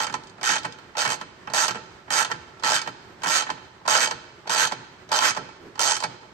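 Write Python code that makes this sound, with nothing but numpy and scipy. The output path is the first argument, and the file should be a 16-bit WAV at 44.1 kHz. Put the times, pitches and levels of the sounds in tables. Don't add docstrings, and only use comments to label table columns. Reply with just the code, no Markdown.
import sys
import numpy as np
from scipy import signal
from scipy.fft import rfft, irfft, next_fast_len
from scipy.io import wavfile
from scipy.ndimage import uniform_filter1d

SR = 44100
rng = np.random.default_rng(int(sys.argv[2]) if len(sys.argv) > 2 else 0)


def output_pcm(signal):
    pcm = np.clip(np.atleast_2d(signal).T, -1, 1) * 32767
    wavfile.write(sys.argv[1], SR, np.round(pcm).astype(np.int16))


def attenuation_scalar(level_db):
    decades = np.asarray(level_db, float) / 20
    return 10 ** decades


N = 279153
SIZE = next_fast_len(N + SR)
HZ = np.fft.rfftfreq(SIZE, 1 / SR)


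def evened(x):
    return x / np.sqrt(np.mean(x ** 2) + 1e-20)


def read(points, hz):
    f, value = np.transpose(points)
    return np.interp(np.log(hz + 1), np.log(f + 1), value)


def along(rows, axis):
    rows = np.array(rows)
    return np.interp(np.arange(N) / SR, rows[:, 0], rows[:, axis])


def peaks(rows):
    gain = 0
    for hz, width, db in rows:
        gain = gain + attenuation_scalar(2 * db) / (1 + (2 * (HZ - hz) / max(width, 25)) ** 2)
    return gain


def causal(gain):
    fold = irfft(np.log(gain + 1e-5), SIZE)
    fold[1:SIZE // 2] *= 2
    fold[SIZE // 2 + 1:] = 0
    return np.exp(rfft(fold))


def teeth(first, last, first_db, top_db, last_db, fastest, push_db, count):
    slow_share = 0.6
    uneven, scatter_db = 0.1, 1.13
    first_blow_db = 3.5
    u = np.linspace(0, 1, 200)
    arch = np.sin(np.pi / 2 * np.interp(u, [0, fastest, 1], [0, 1, 0]))
    angle = np.cumsum(slow_share + (1 - slow_share) * arch)
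    tooth = np.arange(count)
    luck = np.clip(rng.standard_normal((count, 2)), -1.5, 1.5) * (tooth > 0)[:, None]
    place = tooth + uneven * luck[:, 0] * (tooth % (count - 1) > 0)
    at = np.interp(place / (count - 1), (angle - angle[0]) / (angle[-1] - angle[0]), u)
    end_db = np.where(at < fastest, first_db, last_db)
    tick_db = end_db + (top_db - end_db) * np.interp(at, u, arch) + scatter_db * luck[:, 1]
    blow_db = tick_db + push_db + first_blow_db * (place == 0)
    return np.c_[first + (last - first) * at, tick_db, blow_db]


def colour():
    rows = []
    for events, bright_db, deep_db in [(TURNS, -6, 1.5), (SLACK, -8.5, 4.5), (LONE_TEETH, -4, 1)]:
        delay = 0.01 if events is TURNS else 0
        for s, *_ in events:
            rows.append((s + delay, bright_db, deep_db - 4.5 + 1 * s))
    for (first, last, *_), (fastest, pawl_db, plate_db, _) in zip(RUNS, HAND):
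        ends = (pawl_db - 2.5, plate_db + 4)
        middle = first + fastest * (last - first)
        rows += [(first, *ends), (middle, pawl_db, plate_db), (last, *ends)]
    return sorted(rows)


# hz [Hz], density_db [dB per Hz]
STEEL_COLOUR = [(100, -38), (200, -33), (480, -15), (862, -5.5), (1150, -12.5), (1360, -7.5), (1830, -5),
                (2120, -15), (3350, -10.5), (6280, -5.5), (8000, -10.5), (9300, -33.5), (11000, -23.5),
                (14800, -26.5)]
# mode_hz [Hz], width_hz [Hz],
# level_db [dB]
METAL_MODES = [(126, 10, -17), (169, 15, -18), (272, 23, -18), (613.4, 16.7, -7), (1013, 9.7, -6.5),
               (5810, 440, -17.5),
               (484, 12, -10), (863, 61, -3.5), (1342.7, 40, -1), (1562, 16, -11), (1822, 14.3, -9),
               (2267, 10.7, -9), (2570, 110, -10.5), (3096, 52, -2), (3650, 14, -9.5), (3600, 10, -61),
               (4203, 81, -8), (4995, 68, -7.5), (4500, 30, -1), (5820, 20, -8), (6360, 28, -3.5),
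               (7800, 25, -39), (8220, 580, -15.5)]


def chatter(s, blow_db, share, lo_hz, hi_hz, rise_s, quick_t60, slow_t60, slow_db, grit_db):
    power = np.zeros(N)
    np.add.at(power, np.round(s * SR).astype(int), attenuation_scalar(2 * blow_db))
    t = np.arange(SR // 5) / SR
    snap = attenuation_scalar(2 - 60 * t / 0.0048)
    decay = attenuation_scalar(-60 * t / quick_t60) + attenuation_scalar(slow_db - 60 * t / slow_t60) + snap
    shape = (1 - np.exp(-t / rise_s)) * decay
    burst = np.sqrt(abs(signal.oaconvolve(power * share, shape ** 2)[:N]))
    grit = attenuation_scalar(grit_db * evened(uniform_filter1d(rng.standard_normal(N), size=40)))
    gain = np.sqrt(attenuation_scalar(2 * (read(STEEL_COLOUR, HZ) - 5.5)) + peaks(METAL_MODES))
    gain /= np.sqrt((1 + (lo_hz / (HZ + 1)) ** 12) * (1 + (HZ / hi_hz) ** 12))
    gain /= np.sqrt(np.mean(gain ** 2))
    sample = np.arange(N)
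    since = sample - np.maximum.accumulate(sample * (power > 0))
    habit, chance = rng.standard_normal((2, 2, N))
    alike = 0.65
    impacts = alike * habit[:, since] + np.sqrt(1 - alike ** 2) * chance
    return rfft(burst * evened(grit) * impacts, SIZE) * causal(gain)


def gripped(x, patchy_db):
    hz, t, z = signal.stft(x, SR, nperseg=512)
    patches = uniform_filter1d(rng.standard_normal(z.shape[1:]), size=5, axis=0)
    patches = uniform_filter1d(uniform_filter1d(patches, size=6, axis=1), size=4, axis=1)
    return signal.istft(z * attenuation_scalar(patchy_db * evened(patches)), SR, nperseg=512)[1][:, :N]


# first_s [s], last_s [s], tick at first_db, fastest_db and last_db tooth [dB]
RUNS = [(.0013, 0.043, -25.5, -29, -27), (0.4303, 0.482, -27.5, -24.5, -27),
        (0.49, 0.5467, -22, -26.5, -30), (0.969, 1.0418, -28, -24.5, -29.5),
        (1.0897, 1.141, -28, -26, -29.5), (1.5352, 1.655, -24, -23, -26.5),
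        (2.104, 2.2246, -27, -23.5, -24.5), (2.635, 2.718, -26, -24, -20.5), (2.732, 2.7912, -22, -22, -31),
        (3.27, 3.4068, -25, -22, -27), (3.8774, 3.974, -21.5, -21, -18.5),
        (3.9834, 4.057, -25.5, -21.5, -25), (4.4943, 4.5463, -25, -25, -20.5),
        (4.559, 4.65, -23.5, -22, -23.5), (5.1167, 5.188, -21.5, -23, -20),
        (5.2055, 5.3066, -26.5, -22.5, -24.5), (5.7928, 5.918, -21.5, -21.5, -19.5),
        (5.932, 5.9655, -27.5, -28, -24.5)]
TEETH_IN_RUN = [5, 7, 10, 10, 6, 18, 18, 11, 8, 20, 14, 9, 8, 14, 9, 17, 17, 4]
# fastest at [share of run], pawl against head_db [dB],
# plate against bracket_db [dB], blow against tick_db [dB]
HAND = [(0.48, -2, -6.5, 2), (0.76, 0, -11, 0.5), (.4, -1, -10, 1.5), (0.65, -2, -4, 0),
        (.25, 0.5, -4, 1.5), (.75, 2, -5, 0), (.6, 3, -7, 1), (.45, -2.5, -4.5, 2), (.35, -3, -12, 0),
        (.65, 0.5, -7, -1), (0.73, 0.5, -3.5, 0.3), (.6, 0.5, -8, 2), (0.78, 0, -3.5, 0.7),
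        (.6, -0.2, -8.5, 1), (.6, -4, 0, 0), (.4, 0.5, -8, 1.9), (.85, 1.5, -2, -2), (0.46, 5, -6, -3)]
# start_s [s], tick_db [dB], blow_db [dB]
SLACK = [(0.3814, -57, -41), (0.412, -38, -32), (0.9516, -50, -32.5), (1.4729, -46, -27),
         (1.4994, -42, -32), (1.5179, -51, -33), (2.0798, -62, -36.5), (2.5696, -75, -47),
         (2.5966, -46, -43), (2.624, -46, -32.5), (3.212, -60, -53), (3.219, -40.5, -34),
         (3.8128, -76, -45), (3.853, -50, -30.5), (3.8605, -40, -31.5), (4.456, -74, -42),
         (4.4683, -50, -36), (4.4734, -34, -29.5), (5.0902, -42, -34.5), (5.1074, -52, -33),
         (5.7548, -46, -38.5), (5.777, -48, -35.5)]
# start_s [s], tick_db [dB], blow_db [dB]
LONE_TEETH = [(0.067, -29.5, -24), (0.097, -40, -28.5), (.5545, -23.5, -24), (0.5628, -25.5, -21),
              (0.5818, -29, -28.5), (1.0501, -24, -19), (1.0607, -27.5, -21), (1.0752, -26.5, -22.5),
              (1.6676, -28.5, -34), (1.6804, -21.5, -22.5), (1.6899, -38, -22), (1.7081, -29, -28),
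              (2.247, -25, -26), (2.8153, -28.5, -30), (3.234, -27.5, -24), (3.243, -28.5, -23),
              (3.259, -28.5, -21), (3.422, -27.5, -26.5), (4.073, -26, -23), (4.6647, -30, -39),
              (4.6718, -23.5, -31), (5.3476, -36, -33), (6.0021, -30, -30.5)]
# start_s [s], tick_db [dB], blow_db [dB]
TURNS = [(0.125, -38.5, -32), (0.1401, -28.5, -22), (.6457, -43, -25.5), (.6504, -31.5, -24.5),
         (1.2017, -52, -52), (1.2118, -37.5, -28.5), (1.745, -43, -31), (1.754, -40, -28),
         (1.7678, -46, -34), (2.2736, -59, -37), (2.299, -59, -31), (2.308, -40, -28.5),
         (2.3142, -28, -21.5), (2.343, -62, -34), (2.861, -57, -31), (2.8741, -33.5, -25),
         (3.466, -44, -31.5), (3.4906, -49, -27), (3.5008, -29.5, -23.5), (4.105, -43, -35),
         (4.1103, -27.5, -21), (4.712, -41.5, -29), (4.7203, -28.5, -21.5), (5.365, -35, -26.5),
         (5.3718, -33, -23), (6.024, -36, -27), (6.0333, -32.5, -32), (6.0372, -24.5, -18)]
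# start_s [s], tick_db [dB], blow_db [dB]
TOUCHES = [(.235, -47, -48), (.27, -45.5, -56), (.295, -47, -57), (.632, -39, -43), (.723, -40.5, -60),
           (.7853, -47, -42.5), (.89, -64, -49), (3.5751, -58, -39.5), (5.4886, -53, -40),
           (5.565, -60, -48), (6.2286, -60, -42)]


def ratchet():
    runs = []
    for run, hand, count in zip(RUNS, HAND, TEETH_IN_RUN):
        runs.append(teeth(*run, hand[0], hand[3], count))
    s, tick_db, blow_db = np.vstack([*runs, SLACK, LONE_TEETH, TURNS, TOUCHES]).T
    thud_db = blow_db - 31 + 1.88 * np.clip(blow_db - tick_db, 0, 9)
    rows = colour()
    bright = 1 / (1 + attenuation_scalar(-2 * along(rows, 1)))
    deep = 1 / (1 + attenuation_scalar(-2 * along(rows, 2)))
    frame = chatter(s, thud_db, 0.67, 107, 404, 0.0057, 0.14, 0.74, -9, 0.79)
    plate = chatter(s, blow_db - 2.5, deep, 318, 1120, 0.00085, 0.037, 0.11, -7.0, 0.55)
    bracket = chatter(s, blow_db - 2.5, 1 - deep, 1174, 2460, 0.0021, 0.059, 0.097, -5.5, 1.3)
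    head = chatter(s, tick_db - 2.5, 1 - bright, 2590, 4880, 0.00045, 0.029, 0.13, -8.5, 1.0)
    pawl = chatter(s, tick_db - 2.0, bright, 5190, 17000, 0.00058, 0.035, 0.13, -8.5, 0.24)
    steel = irfft(frame + plate + bracket + head + pawl, SIZE)[:, :N]
    return rfft(gripped(steel, 1.46), SIZE)


def ports(a, b, same, lean_db, lead):
    same, lean = np.clip(same, 0, 1), attenuation_scalar(lean_db)
    turned = lean * same * np.exp(1j * lead)
    other = lean * np.sqrt(1 - same ** 2)
    mean = 0.5 * np.sqrt(abs(1 + turned) ** 2 + other ** 2)
    return irfft(np.array([turned * a + other * b, a]) / mean, SIZE)[:, :N]


# hz [Hz], t60_s [s]
GARAGE_T60 = [(150, 0.24), (600, 0.96), (1700, 1), (4500, 0.97), (9000, 0.7)]


def garage(spectrum):
    taps = np.zeros((2, SR))
    first = np.arange(800, SR - 20, 20)
    at = first + rng.integers(0, 20, (2, len(first)))
    np.put_along_axis(taps, at, rng.choice([-1., 1.], at.shape), 1)
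    hz, t, z = signal.stft(taps, SR, nperseg=256)
    fade = attenuation_scalar(-60 * t / read(GARAGE_T60, hz)[:, None])
    tail = signal.istft(z * fade, SR, nperseg=256)[1][:, :SR]
    tilt = attenuation_scalar(read([(1500, -0.5), (4000, 0.1), (9000, -10.0)], HZ))
    wet = irfft(spectrum * tilt * rfft(tail / np.linalg.norm(tail[0]), SIZE), SIZE)[:, :N]
    return wet * attenuation_scalar([[-17], [-13]])


# hz [Hz], density_db [dB per Hz]
RUMBLE = [(15, -27), (25, -22.5), (88, -4.5), (167, -5), (300, -10), (705, -12), (1110, -12), (1750, -14),
          (2830, -23), (4690, -27), (8500, -35.5), (10000, -55), (14800, -41)]
# hz [Hz], likeness [0 to 1]
AIR_SAME = [(60, 0.92), (370, 0.8), (2300, 0)]
# hz [Hz], lean_db [dB]
AIR_LEAN = [(60, -1.5), (370, -3), (14400, -4)]


def air(tool):
    level_db, lumps_db = -50.5, 1.5
    lumps = evened(uniform_filter1d(uniform_filter1d(rng.standard_normal(N), size=1500), size=1500))
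    swell_db = 11.6 * np.exp(-((np.arange(N) / SR - 5.64) / 0.1) ** 2)
    rumble, motor = rng.standard_normal((2, 2, N))
    motor_hum = rfft(motor * attenuation_scalar(swell_db), SIZE) * np.sqrt(peaks([(367, 44, -1.6)]))
    a, b = rfft(rumble, SIZE) * attenuation_scalar(read(RUMBLE, HZ)) + motor_hum
    pair = ports(a, b, read(AIR_SAME, HZ), read(AIR_LEAN, HZ), 0)
    loud_db = 10 * np.log10(abs(uniform_filter1d((tool ** 2).mean(0), size=3000)) + 1e-12)
    duck_db = 0.099 * np.maximum(loud_db - 9, 0)
    return attenuation_scalar(level_db + lumps_db * lumps - duck_db) * pair / np.sqrt(np.mean(pair.mean(0) ** 2))


# hz [Hz], likeness [0 to 1]
TOOL_SAME = [(150, 0.79), (600, 0.84), (1600, 0.5), (3000, 0.36), (6000, 0.61), (12000, 0.16)]
# hz [Hz], lean_db [dB]
TOOL_LEAN = [(100, -0.5), (345, -5.5), (860, -4.5), (1750, -8.5), (2250, -1), (3200, 4), (3800, -2),
             (4300, -6.5), (6800, -14.5), (9000, -7.5), (14000, -8)]
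# hz [Hz], left leads [radians]
TOOL_LEAD = [(200, -0.2), (600, 0.1), (860, -0.54), (1100, 3.5), (1350, 0), (1800, 3), (2200, 1),
             (3100, -1), (3800, -8.5), (4700, -3.5), (5200, -5)]


def scene():
    a, b = ratchet()
    tool = ports(a, b, read(TOOL_SAME, HZ), read(TOOL_LEAN, HZ), read(TOOL_LEAD, HZ))
    return tool + garage(a) + air(tool)


def starved(x, from_hz, top_hz, gate_db, spread_db, lift_db):
    frames = dict(fs=SR, window=signal.windows.cosine(2048), nperseg=2048, noverlap=1024)
    start = 535
    hz, t, z = signal.stft(np.pad(x, ((0, 0), (start, 0))), **frames)
    top = hz > from_hz
    below = np.sqrt(np.mean(abs(z[:, (hz > 5000) & ~top]) ** 2, 1, keepdims=True))
    earlier = np.roll(below, 1, axis=2)
    attack = below > 3.2 * earlier
    attack |= np.roll(attack, 1, axis=2)
    bands = rng.standard_normal((2, len(hz) // 32 + 1, len(t)))
    bands = np.repeat(bands, 32, axis=1)[:, :len(hz)]
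    around = np.sqrt(uniform_filter1d(abs(z) ** 2, size=32, axis=1))
    threshold = np.maximum(below, earlier) * attenuation_scalar(gate_db + spread_db * bands)
    kept = abs(z) > np.maximum(threshold, 1.5 * around)
    click_gain = attenuation_scalar(np.interp(hz, [12500, 15500], [-1.0, -9]))[:, None]
    line_gain = kept * attenuation_scalar(lift_db) * (hz < top_hz)[:, None]
    gain = np.where(top[:, None], np.where(attack, click_gain, line_gain), 1)
    return signal.istft(z * gain, **frames)[1][:, start:start + N]


def roll_off(x):
    return signal.sosfilt(signal.butter(12, 14950, fs=SR, output="sos"), x)


def record(dry):
    ceiling = 1.1
    rounded = ceiling * np.tanh(dry / ceiling)
    mix = starved(rounded, from_hz=9600, top_hz=14330, gate_db=-12, spread_db=5.0, lift_db=6.8)
    return roll_off(mix)


dry = scene()
out = record(dry)
output_pcm(out)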